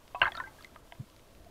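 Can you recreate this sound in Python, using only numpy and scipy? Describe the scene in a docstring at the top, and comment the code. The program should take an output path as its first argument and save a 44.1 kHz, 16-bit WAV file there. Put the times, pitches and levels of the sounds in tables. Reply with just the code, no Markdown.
"""Under water, close to a diver and a camera in its housing: a short burst of air breaks into bubbles.
Each near bubble is a dying tone with its own pitch, and it flicks the housing as it pinches off.
A swarm of small ones, made of many short random tones, gurgles around them, with brief noisy echoes.
Light knocks ring the housing, dull bumps are a few swelling cycles, and crackles are snips of noise.
Under it all lie a faint wash of water and a hiss, both made of coloured noise."""
import sys
import numpy as np
from scipy import signal
from scipy.fft import rfft, irfft, next_fast_len
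from scipy.io import wavfile
from scipy.ndimage import map_coordinates

SR = 44100
rng = np.random.default_rng(int(sys.argv[2]) if len(sys.argv) > 2 else 0)


def wav_out(sig):
    """Save sig, one row per channel (or a flat mono array), as 16-bit PCM at SR to the path in sys.argv[1]."""
    wavfile.write(sys.argv[1], SR, np.round(np.clip(np.atleast_2d(sig).T, -1, 1) * 32767).astype(np.int16))


N = 66150  # samples: 1.5 s


def amp(db):
    """Turn decibels into a gain."""
    return 10 ** (np.asarray(db) / 20)


def unit(x):
    """Scale a sound to an rms of 1."""
    return x / np.sqrt(np.mean(x ** 2) + 1e-20)


def level(rows):
    """Draw a gain curve through (t/s, level/dB) points."""
    times, db = np.transpose(rows)
    return amp(np.interp(np.arange(N) / SR, times, db))


def wobble(rate, size):
    """A smooth random curve with `rate` random points a second."""
    points = rng.standard_normal(2048)
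    return map_coordinates(points, [np.arange(size) * rate / SR], mode="wrap")


def filtered(x, response):
    """Multiply each frequency of x by the gain that response gives for it."""
    m = next_fast_len(N + SR // 2)  # spare room, so the end does not wrap onto the start
    gain = response(np.fft.rfftfreq(m, 1 / SR))
    return irfft(rfft(x, m) * gain, m)[:N]


def noise(spectrum):
    """Noise of rms 1, coloured by (f/Hz, level/dB) points; only their differences matter."""
    f, db = np.transpose(spectrum)

    def colour(hz):
        return amp(np.interp(np.log(hz + 1), np.log(f), db))

    return unit(filtered(rng.standard_normal(N), colour))


def add(track, s, sound):
    """Mix a sound into the track at time s, cutting what runs past the end."""
    part = track[max(0, round(s * SR)):][:len(sound)]
    part += sound[:len(part)]


ATTACK_S = 0.00044  # time constant of every bubble's onset
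GLIDE_PER_S, WAVER = 0.16, 0.0067  # pitch rise and unsteadiness, as fractions of the pitch


def bubble(hz, t60):
    """A pocket of air pulsates and dies away, its pitch creeping up and wavering."""
    t = np.arange(SR // 6) / SR
    pitch = hz * (1 + GLIDE_PER_S * t + WAVER * wobble(190, size=len(t)))
    tone = np.sin(2 * np.pi * np.cumsum(pitch) / SR)
    return tone * amp(-60 * t / t60) * (1 - np.exp(-t / ATTACK_S))


# The tones in which the housing rings: f/Hz, level/dB (before scaling), time to fall 60 dB/s
HOUSING_MODES = [(359.4, -26, 0.27), (486, -18.5, .04), (680, -3.5, 0.048), (972, -4.5, 0.038),
                 (1590, -4, 0.018), (2088, -2.5, 0.011), (2550, -11.5, 0.03), (3077, -4, 0.0076),
                 (3744, -17.5, 0.015)]
MODE_SPREAD_DB = 3.6  # random change of each mode's level from blow to blow


def housing():
    """One blow on the housing, peak 1; its modes ring with slightly different levels each time."""
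    t = np.arange(SR // 6) / SR
    ring = np.zeros(len(t))
    for k, (hz, db, t60) in enumerate(HOUSING_MODES):
        fade = amp(db + rng.normal(0, MODE_SPREAD_DB) - 60 * t / t60)
        ring += (-1) ** k * fade * np.sin(2 * np.pi * hz * t)  # every other mode is flipped
    return ring / np.abs(ring).max()


FLICK_DB = -12.5  # the housing's ring, relative to its bubble
# Single near bubbles: t/s, f/Hz (at the start), level/dB (before muffling), time to fall 60 dB/s
NEAR_BUBBLES = [ (0.1469, 754, -28.5, 0.045), (.1472, 724, -34.5, 0.12), (.1480, 975, -32.5, 0.15),
                (0.15, 2590, -38.5, 0.041), (0.154, 1118, -32.5, 0.06), (.2155, 1013, -23, 0.13),
                (0.2163, 2759, -10, 0.024), (0.2174, 4220, -34.5, 0.021), (0.2163, 2440, -18.5, 0.015),
                (.2183, 1547, -10, 0.03), (0.22, 3020, -29.5, 0.045), (.2281, 975, -15.5, 0.0083),
                (0.2278, 1884, -17.5, 0.0083), (.2290, 4250, -34, 0.025), (0.2307, 2553, -28, .04),
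                (0.235, 1350, -19.5, 0.021), (0.237, 1086, -29, 0.053), (0.2449, 1650, -20.5, 0.0089),
                (0.246, 4020, -45.5, .025), (0.2455, 3275, -38, 0.037), (.2553, 1575, -14.5, 0.014),
                (.2570, 2103, -28.5, 0.029), (.2597, 1093, -31.5, 0.016), (0.265, 1500, -48, 0.03),
                (0.268, 2630, -41, 0.039), (0.2656, 4410, -47.5, 0.044), (.2739, 879, -28, .075),
                (.2780, 3860, -42, 0.019), (0.2774, 1620, -23, 0.032), (.2795, 2110, -38, 0.028),
                (0.3199, 3376, -31, 0.018), (.3220, 1880, -43, 0.06), (0.3462, 1764, -40.5, 0.087),
                (.3515, 1364, -35, .07), (0.3515, 4360, -30, 0.013), (0.3736, 3720, -30, 0.02),
                (0.3769, 1338, -33, 0.066), (0.3865, 1477, -37, 0.064), (0.4005, 1035, -28, 0.058),
                (0.401, 1791, -26.5, .035), (0.406, 1466, -34, 0.072), (.4380, 1574, -38, 0.12),
                (.4630, 2026, -49, 0.079), (0.4723, 871, -42, 0.078), (0.475, 2070, -40.5, 0.022),
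                (.5865, 1657, -50.5, 0.086), (0.608, 1260, -43.5, 0.022), (.6080, 3450, -49, 0.026),
                (.6245, 4470, -39, 0.0072), (0.6435, 3740, -51.5, 0.033), (.6460, 2026, -34, 0.023),
                (0.7614, 1232, -42.5, 0.056)]


def bubbles():
    """The large, near bubbles; each flicks the housing as it breaks free."""
    out = np.zeros(N)
    for s, hz, db, t60 in NEAR_BUBBLES:
        sound = bubble(hz, t60) + amp(FLICK_DB) * housing()
        add(out, s, amp(db) * sound)
    return out


SWARM_PER_S = 1500  # chances for a bubble; those outside the pitch range are left out
SWARM_MIDDLE_HZ, SWARM_LOWEST_HZ, SWARM_HIGHEST_HZ = 1505, 786, 4500
SWARM_SPREAD = 0.53  # how widely the pitches scatter around the middle
SWARM_CYCLES = 25  # a bubble falls by 60 dB in this many cycles
SWARM_TILT = -0.89  # smaller bubbles are weaker, by this power of pitch
# Loudness of the swarm over time: t/s, level/dB
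SWARM_LEVEL = [(.14, -67), (.2, -60), (.214, -49), (.218, -30.5), (.24, -32.5), (.251, -46), (.264, -29),
               (.283, -39), (.305, -57.5), (.35, -57), (.41, -51.5), (.47, -62.5), (.53, -65), (.62, -63),
               (.7, -66.5), (1.5, -72)]


def swarm():
    """Many small bubbles of random size; the smaller a bubble, the higher, shorter and weaker its tone."""
    out, t = np.zeros(N), np.arange(SR // 12) / SR
    chance = rng.random((4000, 4))
    for k, (when, size, strength, sign) in enumerate(chance[:int(SWARM_PER_S * N / SR)]):
        hz = SWARM_MIDDLE_HZ * (size / (1 - size)) ** (SWARM_SPREAD / 2)
        if SWARM_LOWEST_HZ < hz < SWARM_HIGHEST_HZ:
            fade = amp(-60 * t * hz / SWARM_CYCLES)
            ring = np.sin(2 * np.pi * hz * t) * fade * (1 - np.exp(-t / ATTACK_S))
            gain = amp(-12 * strength) * (hz / SWARM_MIDDLE_HZ) ** SWARM_TILT
            add(out, (k + when) / SWARM_PER_S, np.sign(sign - 0.5) * gain * ring)
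    return unit(out) * level(SWARM_LEVEL)


SCATTER_T60_S = 0.11  # time for the echoes to fall 60 dB


def scatter(x):
    """A brief cloud of echoes off the diver and the bubbles: x smeared by a fading burst of noise."""
    t = np.arange(SR // 8) / SR
    tail = rng.standard_normal(len(t)) * amp(-60 * t / SCATTER_T60_S) * (1 - np.exp(-t / 0.001))
    return signal.fftconvolve(x, tail / np.linalg.norm(tail))[:N]


# Knocks on the housing: t/s, level/dB (peak, before muffling)
KNOCK_TIMES = [(.079, -51), (0.1467, -34), (.2163, -21.5), (.3194, -34), (.3515, -51), (0.3738, -36),
               (.6365, -47), (0.7597, -38.5), (0.9227, -32), (0.951, -47)]


def knocks():
    """Short, hard contacts that set the housing ringing."""
    out = np.zeros(N)
    for s, db in KNOCK_TIMES:
        add(out, s, amp(db) * housing())
    return out


# Dull bumps: t/s, f/Hz, level/dB (of the swell's top), length/s
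SOFT_BUMPS = [(0.215, 44.3, -43.5, 0.05), (.216, 116, -41.5, 0.026), (0.991, 129, -32.5, 0.031),
              (0.995, 218, -41.5, 0.018), (1.004, 208.5, -50.5, 0.053), (1.46, 676, -49.5, 0.019)]


def bumps():
    """Soft pushes on the camera: a few cycles that swell and fade."""
    out = np.zeros(N)
    for s, hz, db, length in SOFT_BUMPS:
        t = np.arange(int(length * SR)) / SR
        swell = np.sin(np.pi * t / length) ** 2
        add(out, s, amp(db) * swell * np.sin(2 * np.pi * hz * t))
    return out


TICK_T60_S = 0.0057  # time for the noise to fall 60 dB, before the filter
TICK_LOW_HZ, TICK_HIGH_HZ = 2110, 4780
# Tiny sharp crackles in the water: t/s, level/dB (peak)
CRACKLES = [(.079, -44), (0.197, -45), (0.3198, -44), (0.3535, -49), (.369, -37), (0.4002, -41),
            (.6245, -47), (0.6458, -40.5), (0.747, -53), (1.1, -47), (1.164, -47.5), (1.195, -48.5),
            (1.35, -48), (1.446, -51)]


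def ticks():
    """Faint, bright snaps without a clear pitch: very short bursts of noise in a band."""
    out, t = np.zeros(N), np.arange(SR // 30) / SR
    band = signal.butter(2, [TICK_LOW_HZ, TICK_HIGH_HZ], "band", fs=SR, output="sos")
    for s, db in CRACKLES:
        burst = rng.standard_normal(len(t)) * amp(-60 * t / TICK_T60_S)
        snap = signal.sosfilt(band, burst)
        add(out, s, amp(db) * snap / np.abs(snap).max())
    return out


# Colour of the wash: f/Hz, level/dB (relative)
WASH_COLOUR = [(20, -77.5), (45, -81.5), (80, -80.5), (160, -87), (250, -89.5), (320, -86.5), (440, -91.5),
               (660, -88), (830, -103.5), (1500, -103), (2200, -110), (5000, -122)]
# Loudness of the wash over time: t/s, level/dB
WASH_LOUDNESS = [(0, -61), (.3, -52.5), (.6, -57.5), (.85, -58), (1.1, -59.5), (1.3, -56), (1.5, -56)]


def wash():
    """Water washes unevenly around the housing: mostly low noise with a wobbling level."""
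    unevenness = amp(1.4 * wobble(19, size=N))  # spread in dB, points per second
    return noise(WASH_COLOUR) * level(WASH_LOUDNESS) * unevenness


# Colour of the hiss: f/Hz, level/dB (relative)
HISS_COLOUR = [(100, -38), (1500, -5), (2100, -0.5), (3100, 3), (5500, -1.5), (9000, -4), (14500, -6),
               (15800, -13.5)]
# Loudness of the hiss, which dips briefly once: t/s, level/dB
HISS_LOUDNESS = [(0, -68), (.19, -64.5), (.27, -62), (.5, -65), (.63, -62.5), (.7, -67), (.8, -67),
                 (.825, -72), (.85, -66), (1.5, -68)]


def hiss():
    """A fine, bright hiss: noise that is weak in the lows."""
    return noise(HISS_COLOUR) * level(HISS_LOUDNESS)


MUFFLE_HZ = 4350  # the housing dulls the bubbles and knocks above this
SCATTER_DB = -14  # the echoes, relative to the bubbles


def scene():
    """Muffled bubbles, echoes and knocks, plus crackles, bumps and background, in mono."""
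    air = bubbles() + swarm()
    muffle = signal.butter(2, MUFFLE_HZ, fs=SR, output="sos")
    heard = signal.sosfilt(muffle, air + amp(SCATTER_DB) * scatter(air) + knocks())
    return (heard + ticks() + bumps() + wash() + hiss())[None]


TOP_HZ = 15700


def record(dry):
    """The camera keeps nothing above its band limit."""
    return np.array([filtered(channel, lambda hz: hz < TOP_HZ) for channel in dry])


dry = scene()
out = record(dry)
wav_out(out)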